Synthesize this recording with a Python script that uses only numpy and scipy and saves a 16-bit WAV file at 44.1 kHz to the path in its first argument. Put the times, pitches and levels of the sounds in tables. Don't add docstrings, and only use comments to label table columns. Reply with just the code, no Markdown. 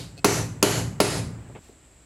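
import sys
import numpy as np
from scipy import signal
from scipy.fft import rfft, irfft
from scipy.io import wavfile
from scipy.ndimage import uniform_filter1d, minimum_filter1d

SR = 44100
rng = np.random.default_rng(int(sys.argv[2]) if len(sys.argv) > 2 else 0)


def file_out(sig):
    cols = np.atleast_2d(sig).T
    lim = np.clip(cols, -1, 1)
    pcm = np.round(lim * 32767).astype(np.int16)
    wavfile.write(sys.argv[1], SR, pcm)


N = 90404

LEAD_S = 0.25
ALIKE_BELOW_HZ = 1500


def amp(db):
    return 10 ** (np.asarray(db) / 20)


def read(points, hz):
    pitch_hz, value = np.transpose(points)
    return np.interp(np.log(hz + 1), np.log(pitch_hz), value)


def add(mix, start_s, sound):
    start = max(round((start_s + LEAD_S) * SR), 0)
    part = mix[:, start:][:, :sound.shape[-1]]
    part += sound[..., :part.shape[1]]


def fade(t, t60_s):
    return np.exp(-np.log(1000) * t / np.maximum(t60_s, 1e-3))


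def noise(db_of, size, white=None, width=None):
    # pitch_hz [Hz], side_over_mid_db [dB]
    usual_width = [(30, -26), (60, -41), (130, -56), (300, -51), (600, -25.5), (1400, -68), (3000, -43),
                   (5500, -21), (9000, -16), (14000, -13)]
    width = usual_width if width is None else width
    hz = np.fft.rfftfreq(size, 1 / SR)
    if white is None:
        white = rfft(rng.standard_normal((2, size)))
    mid, side = white * amp(db_of(hz)) * np.sqrt(SR / 2)
    side = side * amp(read(width, hz))
    return irfft([mid + side, mid - side], size)


def modes(table, t):
    out = np.zeros(len(t))
    for k, (pitch_hz, level_db, t60_s) in enumerate(table):
        sine = np.sin(2 * np.pi * pitch_hz * t)
        out += (-1) ** k * amp(level_db) * fade(t, t60_s) * sine
    return out


def background():
    # pitch_hz [Hz], density_db [dB per Hz]
    floor_spectrum = [(20, -69), (35, -79), (57, -68), (95, -81.5), (150, -83.5), (220, -88), (285, -83),
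                      (400, -90.5), (600, -92), (1200, -98), (2500, -99), (5500, -106), (9500, -110),
                      (13800, -117), (15000, -130)]
    # pitch_hz [Hz], side_over_mid_db [dB]
    floor_width = [(60, -31), (130, -27), (290, -15), (640, -6.5), (1410, -15.5), (3100, -11.5),
                   (6820, -17), (15000, -7)]
    # pitch_hz [Hz], density_db [dB per Hz]
    slide_spectrum = [(300, -100), (1500, -100), (4500, -99), (11000, -106), (16000, -116)]
    hiss_hz, hiss_half_width_hz, hiss_db_per_hz = 7690, 475, -91.5
    slide_peak_s, slide_spread_s = 1.66, 0.048

    def hiss_db(hz):
        return hiss_db_per_hz - 10 * np.log10(1 + ((hz - hiss_hz) / hiss_half_width_hz) ** 4)

    t = np.arange(N) / SR
    floor = noise(lambda hz: read(floor_spectrum, hz), N, width=floor_width)
    hiss = noise(hiss_db, N, width=floor_width)
    swell = np.exp(-((t - slide_peak_s) / slide_spread_s) ** 2 / 2)
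    slide = noise(lambda hz: read(slide_spectrum, hz), N) * swell
    return floor + hiss + slide


def knock(level_db, dull_above_hz, t60_s):
    # pitch_hz [Hz], density_db [dB per Hz]
    knock_spectrum = [(60, -72), (200, -74), (420, -67), (650, -73), (950, -73.5), (1500, -81.5),
                      (3000, -83), (9000, -97)]
    rise_s = 0.00073

    def dulled_db(hz):
        return read(knock_spectrum, hz) - 10 * np.log10(1 + (hz / dull_above_hz) ** 6)

    t = np.arange(SR // 2) / SR
    body = noise(dulled_db, len(t))
    return amp(level_db) * body * (1 - np.exp(-t / rise_s)) * fade(t, t60_s)


def tick(level_db):
    # pitch_hz [Hz], level_db [dB], t60_s [s]
    tick_modes = [(407, -36, 0.011), (710, -44, 0.031), (2580, -44, .05), (4230, -39, 0.027),
                  (4660, -44, 0.02), (8600, -46, 0.02), (13110, -60, .02)]
    # pitch_hz [Hz], density_db [dB per Hz]
    tick_spectrum = [(200, -71), (1500, -90), (5000, -80), (14000, -100)]
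    noise_t60_s = 0.031
    t = np.arange(SR // 4) / SR
    puff = noise(lambda hz: read(tick_spectrum, hz), len(t)) * fade(t, noise_t60_s)
    return amp(level_db) * (modes(tick_modes, t) + puff)


def room(colour, t, paths):
    # pitch_hz [Hz], density_db [dB per Hz]
    tail_spectrum = [(25, -64), (60, -40.5), (125, -36.5), (200, -40.5), (250, -38.5), (330, -35),
                     (450, -35), (700, -37), (1000, -38.5), (1700, -41), (2600, -41.5), (3400, -46),
                     (4400, -45), (7200, -45.5), (9000, -51), (10800, -51.5), (12500, -60), (16000, -72)]
    # pitch_hz [Hz], t60_s [s]
    tail_t60 = [(50, 1), (130, 0.41), (300, 0.42), (1000, 0.35), (3000, 0.35), (7000, .39), (15000, 0.34)]
    # pitch_hz [Hz], level_db [dB], t60_s [s]
    boom_modes = [(58.2, -37, 1.5), (112.64, -19.5, 1.074), (150.4, -22.5, 1.05), (172, -20.5, 0.92),
                  (226, -33, 1.2), (277, -28.5, 0.91), (394, -23.5, 0.58)]
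    # pitch_hz [Hz], density_db [dB per Hz]
    linger_spectrum = [(40, -55.5), (120, -47), (400, -66), (900, -74), (2000, -78), (3500, -93),
                       (8000, -105)]
    linger_t60_s, rise_s = 1.91, 0.0027
    colour_share = 0.74

    low = np.fft.rfftfreq(len(t), 1 / SR) < ALIKE_BELOW_HZ
    white = np.where(low, paths, rfft(rng.standard_normal((2, len(t)))))
    steady = noise(lambda hz: read(tail_spectrum, hz) + colour_share * colour(hz), len(t), white)

    pitch_hz, when_s, grains = signal.stft(steady, SR, nperseg=512)
    faded = grains * fade(when_s, read(tail_t60, pitch_hz)[:, None])
    tail = signal.istft(faded, SR)[1][:, :len(t)]
    linger = noise(lambda hz: read(linger_spectrum, hz), len(t)) * fade(t, linger_t60_s)
    return (tail + linger + modes(boom_modes, t)) * (1 - np.exp(-t / rise_s))


def steel_colour(bands):
    ripple_db, ripple_step_hz = 1.6, 130
    grid_hz = np.arange(200) * ripple_step_hz
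    ripple = ripple_db * rng.standard_normal(len(grid_hz)) * (grid_hz > ALIKE_BELOW_HZ)

    def colour(hz):
        total_db = np.interp(hz, grid_hz, ripple)
        for centre_hz, width_hz, level_db in bands:
            total_db = total_db + level_db * np.exp(-((hz - centre_hz) / width_hz) ** 2)
        return total_db

    return colour


def punch_ring(levels_db, t):
    # pitch_hz [Hz], level_db [dB], t60_s [s]
    punch_modes = [(11010, -1.5, 0.043), (11580, -7, 0.032)]
    echo_db, echo_t60_s, echo_width_hz = -14, 0.34, 160
    out = np.zeros((2, len(t)))
    for (pitch_hz, mode_db, t60_s), level_db in zip(punch_modes, levels_db):
        band = noise(lambda hz: -10 * np.log10(1 + (2 * (hz - pitch_hz) / echo_width_hz) ** 4), len(t))
        echo = amp(echo_db) * band / band.std() * fade(t, echo_t60_s)
        direct = modes([(pitch_hz, mode_db, t60_s)], t)
        out += amp(level_db) * (direct + echo)
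    return out


def blow(t, paths, force_db, crack_db, seat_db, lower_ring_db, upper_ring_db, bands):
    # pitch_hz [Hz], level_db [dB], t60_s [s]
    board_modes = [(103.3, -13.5, 0.32), (136.3, -3.5, 0.16), (200.2, -0.5, 0.12), (288.9, -0.5, 0.19),
                   (322.6, -4, .15), (358.2, -2.5, 0.17), (398.4, 1.5, 0.21), (429.4, -4.5, 0.23),
                   (498, -10, 0.23), (729.3, -6.5, .16), (890, -16, 0.32), (1057.5, -4.5, 0.095),
                   (1157, -5, 0.09), (1359, -5.5, .11), (2127, -14, 0.16), (2766, -17.5, 0.11)]
    # pitch_hz [Hz], level_db [dB], t60_s [s]
    seat_modes = [(603, -2, 0.23)]
    # pitch_hz [Hz], density_db [dB per Hz]
    crack_spectrum = [(60, -72), (400, -17.5), (1000, -23), (1750, -37), (2800, -27.5), (3500, -37),
                      (4800, -29.5), (7000, -35), (8800, -41.5), (10500, -34), (12500, -47.5), (16000, -38)]
    steel_lag_s, steel_rise_s, crack_t60_s = 0.00092, 0.00061, 0.031

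    colour = steel_colour(bands)
    crack = noise(lambda hz: read(crack_spectrum, hz) + colour(hz), len(t))
    crack = amp(crack_db) * crack * fade(t, crack_t60_s)
    onset = np.clip((t - steel_lag_s) / steel_rise_s, 0, 1) ** 2
    steel = (crack + punch_ring((lower_ring_db, upper_ring_db), t)) * onset
    wood = modes(board_modes, t) + amp(seat_db) * modes(seat_modes, t)
    return amp(force_db) * (steel + wood + room(colour, t, paths))


def scene():
    # (list of centre_hz [Hz], width_hz [Hz], level_db [dB])
    blows = [(-.19, -9.5, -8, -4, -16, -20, [(4020, 1430, 15.5), (6700, 660, 2), (9100, 1500, 10.5),
             (12800, 1000, 18)]), (0.2443, -2.5, -0.5, -17, -15, -9, [(3280, 500, -5), (6050, 350, 10),
             (7400, 600, 3), (10230, 350, 6.5), (13200, 500, 10)]),
             (0.6264, -1, 0, -2.5, -5.5, -3.5, [(2953, 145, 6.5), (4280, 260, 6.5), (7020, 850, 5),
             (9100, 930, 0), (10540, 500, 7)]), (1.0014, -1, 0, -2, 1.5, -18, [(4800, 1100, 3.5),
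             (5740, 280, -5.5), (8600, 400, 8.5), (9800, 600, -1.5)])]
    # start_s [s], level_db [dB]
    chatter = [(0.1705, -15), (0.1779, -3.5), (0.1849, -5), (0.1919, -4.5)]
    # start_s [s], level_db [dB], dull_above_hz [Hz], t60_s [s]
    knocks = [(1.498, 3, 650, .09), (1.55, 0.5, 2800, 0.09), (1.558, 1.5, 2860, 0.13),
              (1.687, -0.5, 610, 0.16)]
    cut_s, cut_fade_s = 1.594, 0.003

    lead = round(LEAD_S * SR)
    before, after = np.zeros((2, 2, N + lead))
    t = np.arange(int(1.5 * SR)) / SR
    paths = rfft(rng.standard_normal((2, len(t))))
    for start_s, *settings in blows:
        add(before, start_s, blow(t, paths, *settings))
    for start_s, level_db in chatter:
        add(before, start_s, tick(level_db))
    for start_s, *settings in knocks:
        track = before if start_s < cut_s else after
        add(track, start_s, knock(*settings))
    kept = np.clip((cut_s - np.arange(N) / SR) / cut_fade_s, 0, 1)
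    return before[:, lead:] * kept + after[:, lead:] + background()


def record(dry):
    limit_db, hold_s, attack_s, recover_db_per_s = -10, 0.026, 0.00059, 128
    low_cut_hz, ceiling, top_hz = 52.5, 0.51, 16000

    power = uniform_filter1d((dry ** 2).mean(0), size=176)
    over_db = np.maximum(10 * np.log10(abs(power) + 1e-12) - limit_db, 0)

    hold = max(int(hold_s * SR), 2)
    held_db = -minimum_filter1d(-over_db, hold, origin=(hold - 1) // 2)
    fall_db = np.arange(N) / SR * recover_db_per_s
    target_db = np.maximum.accumulate(held_db + fall_db) - fall_db

    r = np.exp(-1 / (attack_s * SR))
    cut_db = signal.lfilter([1 - r], [1, -r], target_db)
    low_cut = signal.butter(2, low_cut_hz, "high", fs=SR, output="sos")
    ducked = signal.sosfilt(low_cut, dry * amp(-cut_db))

    clipped = ducked / (1 + (ducked / ceiling) ** 6) ** (1 / 6)
    treble_limit = signal.firwin(255, top_hz, window=("kaiser", 9), fs=SR)
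    return signal.oaconvolve(clipped, treble_limit[None], "same")


dry = scene()
out = record(dry)
file_out(out)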